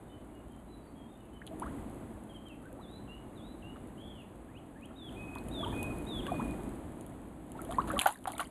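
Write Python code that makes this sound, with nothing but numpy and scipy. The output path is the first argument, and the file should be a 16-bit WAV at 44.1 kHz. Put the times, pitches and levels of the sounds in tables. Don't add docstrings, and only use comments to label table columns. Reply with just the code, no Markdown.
import sys
import numpy as np
from scipy import signal
from scipy.fft import rfft, irfft, next_fast_len
from scipy.io import wavfile
from scipy.ndimage import map_coordinates

SR = 44100
rng = np.random.default_rng(int(sys.argv[2]) if len(sys.argv) > 2 else 0)


def wrap_up_sound(samples):
    columns = np.atleast_2d(samples).T
    tamed = np.clip(columns, -1, 1)
    steps = np.round(tamed * 32767).astype(np.int16)
    wavfile.write(sys.argv[1], SR, steps)


N = 374850

# t/s, level/dB, starting f/Hz,
# rise/(octaves/s), t60/s
AIR_POCKETS = [(1.4166, -41.5, 1510, 72, .018), (1.476, -38, 3250, 4, 0.004),
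               (1.509, -46.5, 614, 6.5, 0.17), (1.619, -32.5, 822, 47, 0.057),
               (1.656, -42, 1036, 23, 0.094), (2.652, -53, 1470, 4, .1), (2.72, -48.5, 493, 6.3, 0.16),
               (2.787, -48, 685, 36, .086), (3.760, -44, 1190, 4, .012), (5.359, -35.5, 933, 4, .015),
               (5.602, -38.5, 650, 4, 0.056), (5.631, -36, 1120, 7.5, 0.055), (5.660, -36, 863, 10.5, .09),
               (5.726, -37.5, 850, 19, 0.035), (6.2664, -39, 1590, 8.3, 0.024),
               (6.28, -38.5, 1096, 4.4, 0.088), (6.318, -26.5, 690, 3, 0.039),
               (6.395, -32.5, 860, 38, .055), (7.552, -41, 890, 4, 0.047), (7.591, -39.5, 1360, 5.5, .042),
               (7.690, -37, 640, 4.9, .15), (7.7215, -35, 1010, 80, 0.018), (7.784, -18.5, 917, 29, .046),
               (7.900, -32, 1123, 27, .06), (7.934, -31.5, 536, 3.4, 0.087), (7.966, -29.5, 1126, 4, 0.052),
               (7.9918, -13.5, 3180, 4, 0.0033), (8.013, -25, 2360, 19, 0.011),
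               (8.0615, -13.5, 748, 3.3, .024), (8.0599, -18, 1294, 65, .02), (8.076, -33, 774, 7.4, 0.12),
               (8.256, -24, 1070, 4, 0.0041), (8.274, -29, 762, 3.7, 0.046), (8.3949, -26, 1240, 48, 0.019),
               (8.403, -32, 1092, 4.2, 0.058)]
# t/s, length/s, upper level/dB
FIN_STROKES = [(2.623, 0.21, -53.5), (4.881, .06, -50.5), (5.35, 0.077, -47.5), (5.6, 0.34, -41),
               (6.258, 0.17, -45), (7.552, 0.093, -47), (7.697, .2, -39), (7.898, 0.15, -33),
               (8.282, 0.17, -43.5)]
# t/s, spray level/dB, slosh level/dB, t60/s
WATER_SHEETS = [(1.62, -70, -58, 0.073), (1.659, -78, -54, 0.1), (3.758, -82, -57, 0.083),
                (3.882, -85, -57, 0.041), (6.268, -58, -50, .045), (7.575, -66, -60, 0.13),
                (7.708, -51, -44, 0.15), (7.874, -51.5, -45, 0.41), (7.991, -31.5, -46, 0.063),
                (8.012, -36, -32.5, 0.13), (8.058, -37, -26.5, 0.12), (8.076, -49, -49, 0.13),
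                (8.272, -47, -39.5, 0.15), (8.319, -40, -45, 0.053), (8.377, -48, -46, 0.12),
                (8.396, -41, -31.5, .1)]
# t/s, level/dB, relative level of the body/dB
DROP_IMPACTS = [(1.4667, -34.5, -4), (1.4736, -38.5, -7), (1.598, -32.5, -21), (2.485, -41.5, -14),
                (2.728, -37.5, -19), (4.8569, -44, -19), (5.353, -34, -9), (5.3845, -45, 5),
                (5.485, -34, -15), (5.8296, -25.5, -12), (5.985, -35, -29), (6.2667, -37.5, 6),
                (7.01, -37.5, -17), (7.0643, -37.5, -15), (7.097, -43, -29), (7.5186, -32.5, -13.5),
                (7.6172, -30.5, -25), (7.7243, -37, 1.5), (7.649, -34, -18), (7.9164, -26, -24),
                (7.98, -27, -11), (7.9962, -21, 1), (8.2417, -38, -8), (8.07, -13.5, -22),
                (8.1243, -29, -31), (8.3812, -26.5, -8), (8.4008, -27.5, -0.5)]
# f/Hz, level/dB
SPRAY_SPECTRUM = [(1500, -45), (3200, -5), (6500, -2.5), (10000, 3), (14000, -4.5)]
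SLOSH_SPECTRUM = [(300, -39), (750, 9.5), (1400, 2.5), (2200, -12), (3300, -6.5), (4800, -13), (8000, -26)]
# f/Hz, level/dB
RUSH_HUM_SPECTRUM = [(20, -17), (35, -7.5), (48, -4), (56, 5), (66, -2.5), (120, -2.5), (165, -4.5),
                     (230, 0.5), (320, -1), (430, -11.5), (700, -24), (1500, -69)]
WASH_SPECTRUM = [(200, -21.5), (420, -2), (650, 1), (1000, -5), (1500, -13), (2300, -19), (3500, -24.5),
                 (6000, -37.5), (12000, -61)]
HISS_WHINE_SPECTRUM = [(1500, -28), (4000, -6), (7000, -1.5), (7740, 0.5), (7870, 10), (8000, 2.5),
                       (10000, -0.5), (13300, -3), (13800, -25)]
SYLLABLE_SHAPES = { "note": [(0, .98, -8), (.35, 1, -3.5), (.7, 0.985, -1.5), (1, 0.975, -12)],
                   "chip": [(0, 1, -10), (.25, 0.98, 2), (.75, .92, -3), (1, 0.8, -16)],
                   "scoop": [(0, 1.25, -12), (.15, 1.08, 0), (.27, 1, -4.5), (.45, 1.11, -1),
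                   (.7, 1.18, 1.5), (.88, 1.205, -2), (1, 1.21, -37)], "hook": [(0, 1.2, -7), (.1, 1, -1.5),
                   (.4, 1.05, 1), (.77, 1.09, -10), (1, 1.09, -10)], "arch": [(0, .82, -11),
                   (.12, 0.94, -4.5), (.3, 0.99, -4), (.52, 0.98, -1), (.7, .91, -4), (.89, .815, -3),
                   (1, 0.7, -18)], "sweep": [(0, .6, -3), (.45, .8, -19), (.72, 1, 3), (.9, 1.2, -3),
                   (1, 1.34, -19)], "slur": [(0, .93, -19), (.06, 0.94, -11.5), (.16, 1, -7),
                   (.3, 0.94, -3), (.54, .895, -0.5), (.84, .852, -1.5), (.94, .81, -0.5), (1, 0.51, -20)],
                   "whistle": [(0, .95, -12), (.08, .992, -5), (.2, 1.003, -1.5), (.52, 1.003, -4.5),
                   (.88, .998, -9), (1, .995, -10)]}
# shape, first t/s, repeat period/s, length/s, f/Hz, drift per repeat/Hz,
# warble as a share of f, level of each repeat/dB
NEAR_SONG = [ ("chip", 2.29, 0.05, .05, 3330, -25, 0, [-58, -55]),
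             ("chip", 2.452, .042, .057, 3250, -480, 0, [-53, -57]),
             ("scoop", 2.808, .544, .2, 3360, -38.5, 0.0088, [-56, -57.5]),
             ("hook", 3.072, .546, .13, 2700, -20.5, 0.0048, [-54.5, -53.5]),
             ("arch", 3.968, 0, .27, 3400, 0, .036, [-53.5]),
             ("sweep", 4.482, .273, .112, 2675, -21, .008, [-56, -55]),
             ("slur", 4.952, .555, .15, 3890, 15, 0, [-49, -41, -41]),
             ("whistle", 5.155, .566, 0.245, 2520, -27, 0, [-47.5, -42.5, -47])]
# t/s, f/Hz, level/dB
FAR_SONG = [(.04, 3670, -69), (0.089, 3050, -59.5), (.31, 2880, -64), (.48, 3170, -64), (.68, 4010, -59.5),
            (.82, 4600, -65), (.95, 3280, -60), (1.08, 3660, -62), (1.16, 2970, -68), (1.21, 2700, -69),
            (1.32, 3050, -60)]
# t/s, level/dB
BACKGROUND_LEVELS = [(0, -49.5), (1.2, -51), (1.44, -50.5), (1.54, -45.5), (1.72, -42), (2.46, -49.5),
                     (3.1, -48), (3.9, -47.5), (4.45, -50), (5.02, -50), (5.12, -44), (5.38, -43.5),
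                     (5.78, -37), (6.1, -40), (6.42, -37), (6.9, -44.5), (7.45, -48.5), (7.78, -39.5),
                     (7.985, -38.5), (8.02, -52.5), (8.2, -53), (8.3, -50), (8.5, -50)]
# f/Hz, gain/dB
MIC_RESPONSE = [(3300, 0.5), (4000, -2), (5000, -12), (5500, -26.5), (6000, -13), (6700, -4), (8500, -3.5),
                (10000, 4), (10750, 1), (11020, -18), (11350, 0.5), (12000, 0), (13300, -13.5),
                (14300, -34)]


def bubble(hz, rise, t60, swell):
    t = seconds(t60 + swell)
    envelope = attack_decay(t, swell, t60)
    wobble = map_coordinates(rng.standard_normal(size=32), [t * 150], mode="reflect")
    pitch = hz * 2 ** (np.minimum(rise * t, 1) + 0.031 * wobble)
    return envelope / envelope.max() * np.sin(2 * np.pi * np.cumsum(pitch) / SR)


def gulps(cloud_db=-17, swell_share=0.046):
    out = np.zeros(N)
    for s, db, hz, rise, t60 in AIR_POCKETS:
        add(out, s, amp(db) * bubble(hz, rise, t60, swell_share * t60))
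        for delay, pitch, loudness in rng.random(size=(4, 3)):
            small = bubble(hz * 0.84 * 2 ** pitch, rise=6.8, t60=min(t60, .02), swell=0.00028)
            add(out, s + min(t60, .035) * delay, amp(min(db, -26) + cloud_db + 4.8 * loudness) * small)
    return out


def churn(count=18, low_hz=557, octaves=1.8, ring_cycles=33, high_db=-7, spread_db=13.5):
    out = np.zeros(N)
    for s, length, db in FIN_STROKES:
        for k, (delay, pitch, faintness) in enumerate(rng.random((count, 3))):
            hz = low_hz * 2 ** (octaves * pitch)
            level = amp(db + high_db * pitch - spread_db * faintness)
            ring = bubble(hz, rise=12.6, t60=ring_cycles / hz, swell=0.0052)
            add(out, s + length * (k + delay) / count, level * ring)
    return out


def splashes(attack_s=0.00081):
    spray, slosh = np.zeros((2, N))
    for s, spray_db, slosh_db, t60 in WATER_SHEETS:
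        envelope = attack_decay(seconds(t60), attack_s, t60)
        add(spray, s, amp(spray_db) * envelope)
        add(slosh, s, amp(slosh_db) * envelope)
    flicker = map_coordinates(rng.standard_normal(3000), [np.arange(N) * 250 / SR], mode="reflect")
    spray *= patter(2500, 11.6, SPRAY_SPECTRUM)
    slosh *= patter(1500, 8.2, SLOSH_SPECTRUM)
    return amp(2 * flicker) * (spray + slosh)


def drops(attack_s=0.0003, t60=0.0062):
    out, t = np.zeros(N), seconds(.03)
    for s, db, body_db in DROP_IMPACTS:
        burst = rng.standard_normal(len(t)) * attack_decay(t, attack_s, t60)
        spectrum = [(1500, body_db - 13), (3400, body_db), (6500, -4), (10000, -1.7), (14000, -4)]
        tick = colour(burst / np.abs(burst).max(), spectrum)
        ping_detune, body_detune = np.exp(0.13 * rng.standard_normal(2))
        ping = bubble(9500 * ping_detune, rise=21, t60=0.0049, swell=0.00026)
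        body = bubble(3200 * body_detune, rise=9.1, t60=0.0083, swell=0.0005)
        add(out, s, amp(db + 3) * tick)
        add(out, s, amp(db - 11) * ping)
        add(out, s, amp(db + body_db - 5.5) * body)
    return out


def shower(count=26, scatter_s=.13):
    out = np.zeros(N)
    for s, spray_db, _, _ in WATER_SHEETS:
        for delay, pitch, faintness in rng.random((count, 3)):
            hz = 1500 * 7.5 ** pitch
            plink = bubble(hz, rise=29, t60=24 / hz, swell=0.001)
            add(out, s + scatter_s * delay ** 2, amp(-22.5 + 0.44 * spray_db - 30 * faintness) * plink)
    return out


def foam(attack_s=0.015, t60=0.49, relative_db=-19.5):
    level = np.zeros(N)
    envelope = attack_decay(seconds(t60), attack_s, t60)
    for s, spray_db, _, _ in WATER_SHEETS:
        add(level, s, amp(spray_db + relative_db) * envelope)
    return level * patter(700, 6, SPRAY_SPECTRUM)


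def syllable(shape, length, hz, warble, warble_hz=62, waver=0.0042, flutter_db=2.5):
    share, ratio, shape_db = np.transpose(SYLLABLE_SHAPES[shape])
    t = seconds(length)
    unsteady = map_coordinates(rng.standard_normal(64), [t * 120], mode="reflect")
    flutter = map_coordinates(rng.standard_normal(64), [t * 120], mode="reflect")
    pitch = hz * np.interp(t / length, share, ratio)
    pitch *= 1 + waver * unsteady + warble * np.sin(2 * np.pi * warble_hz * t + 0.98 * flutter)
    level = amp(np.interp(t / length, share, shape_db) + flutter_db * flutter)
    return level * signal.windows.tukey(len(t), .1) * np.sin(2 * np.pi * np.cumsum(pitch) / SR)


def birds():
    close, distant = np.zeros((2, N))
    for shape, first, period, length, hz, drift_hz, warble, levels_db in NEAR_SONG:
        for k, db in enumerate(levels_db):
            add(close, first + k * period, amp(db) * syllable(shape, length, hz + k * drift_hz, warble))
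    for s, hz, db in FAR_SONG:
        add(distant, s, amp(db) * syllable("note", length=0.091, hz=hz, warble=0.01))
    bank = amp(-1.5) * close + amp(-7.5) * echo(close, t60=0.67, build_s=0.0012)
    return bank + amp(-6) * distant + amp(-4) * echo(distant, t60=0.48, build_s=0.0017)


def background(usual_db=-46, wash_growth=.85, hiss_growth=0.96):
    level_db = np.interp(np.arange(N) / SR, *np.transpose(BACKGROUND_LEVELS))
    swell_db = level_db - usual_db
    wash_gain = amp(-55.5 + wash_growth * swell_db)
    hiss_gain = amp(-70 + hiss_growth * swell_db)
    rush = amp(level_db - 1) * noise(RUSH_HUM_SPECTRUM)
    wash = noise(WASH_SPECTRUM)
    fizz = np.zeros(N)
    for when, pitch, faintness, life in rng.random((300, 4)):
        ring = bubble(650 * 3.5 ** pitch, rise=27, t60=0.0082 + 0.03 * life, swell=0.0006)
        add(fizz, when * N / SR, amp(-14 * faintness) * ring)
    prickle = amp(-5) * patter(60, 4.5, SPRAY_SPECTRUM)
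    hiss = amp(2) * noise(HISS_WHINE_SPECTRUM)
    return rush + wash_gain * (wash + amp(-4) * fizz) + hiss_gain * (hiss + prickle)


def echo(x, t60, build_s):
    t = seconds(t60)
    tail = rng.standard_normal(len(t)) * attack_decay(t, build_s, t60)
    return signal.fftconvolve(x, tail / np.linalg.norm(tail))[:N]


def patter(per_second, spread_db, spectrum):
    hits = (rng.random(N) < per_second / SR) * rng.choice([-1, 1], N)
    sizes = amp(spread_db * np.clip(rng.standard_normal(N), -2, 2))
    return unit(colour(hits * sizes, spectrum))


def noise(spectrum):
    return unit(colour(rng.standard_normal(N), spectrum))


def colour(x, points):
    size = 2 * next_fast_len(len(x) // 2 + 4096)
    hz, db = np.transpose(points)
    gain = amp(np.interp(np.log(np.fft.rfftfreq(size, 1 / SR) + 1), np.log(hz), db))
    cepstrum = irfft(np.log(gain))
    cepstrum[1:size // 2] *= 2
    cepstrum[size // 2 + 1:] = 0
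    return irfft(rfft(x, size) * np.exp(rfft(cepstrum)))[:len(x)]


def attack_decay(t, attack_s, t60):
    return (1 - np.exp(-t / attack_s)) * amp(-60 * t / t60)


def amp(db):
    return 10 ** (np.asarray(db) / 20)


def unit(x):
    return x / np.sqrt(np.mean(x ** 2) + 1e-20)


def add(track, s, sound):
    part = track[max(round(s * SR), 0):][:len(sound)]
    part += sound[:len(part)]


def seconds(length):
    return np.arange(max(int(length * SR), 8)) / SR


def scene():
    fish = gulps() + churn() + drops() + splashes() + foam() + shower()
    near = fish + amp(-12.5) * echo(fish, t60=0.1, build_s=0.0035)
    return (near + birds() + background())[None]


def record(dry, top_hz=14368):
    size = next_fast_len(N + 8192)
    passband = np.fft.rfftfreq(size, 1 / SR) < top_hz
    spectrum = rfft(colour(dry[0], MIC_RESPONSE), size) * passband
    return irfft(spectrum, size)[None, :N]


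dry = scene()
out = record(dry)
wrap_up_sound(out)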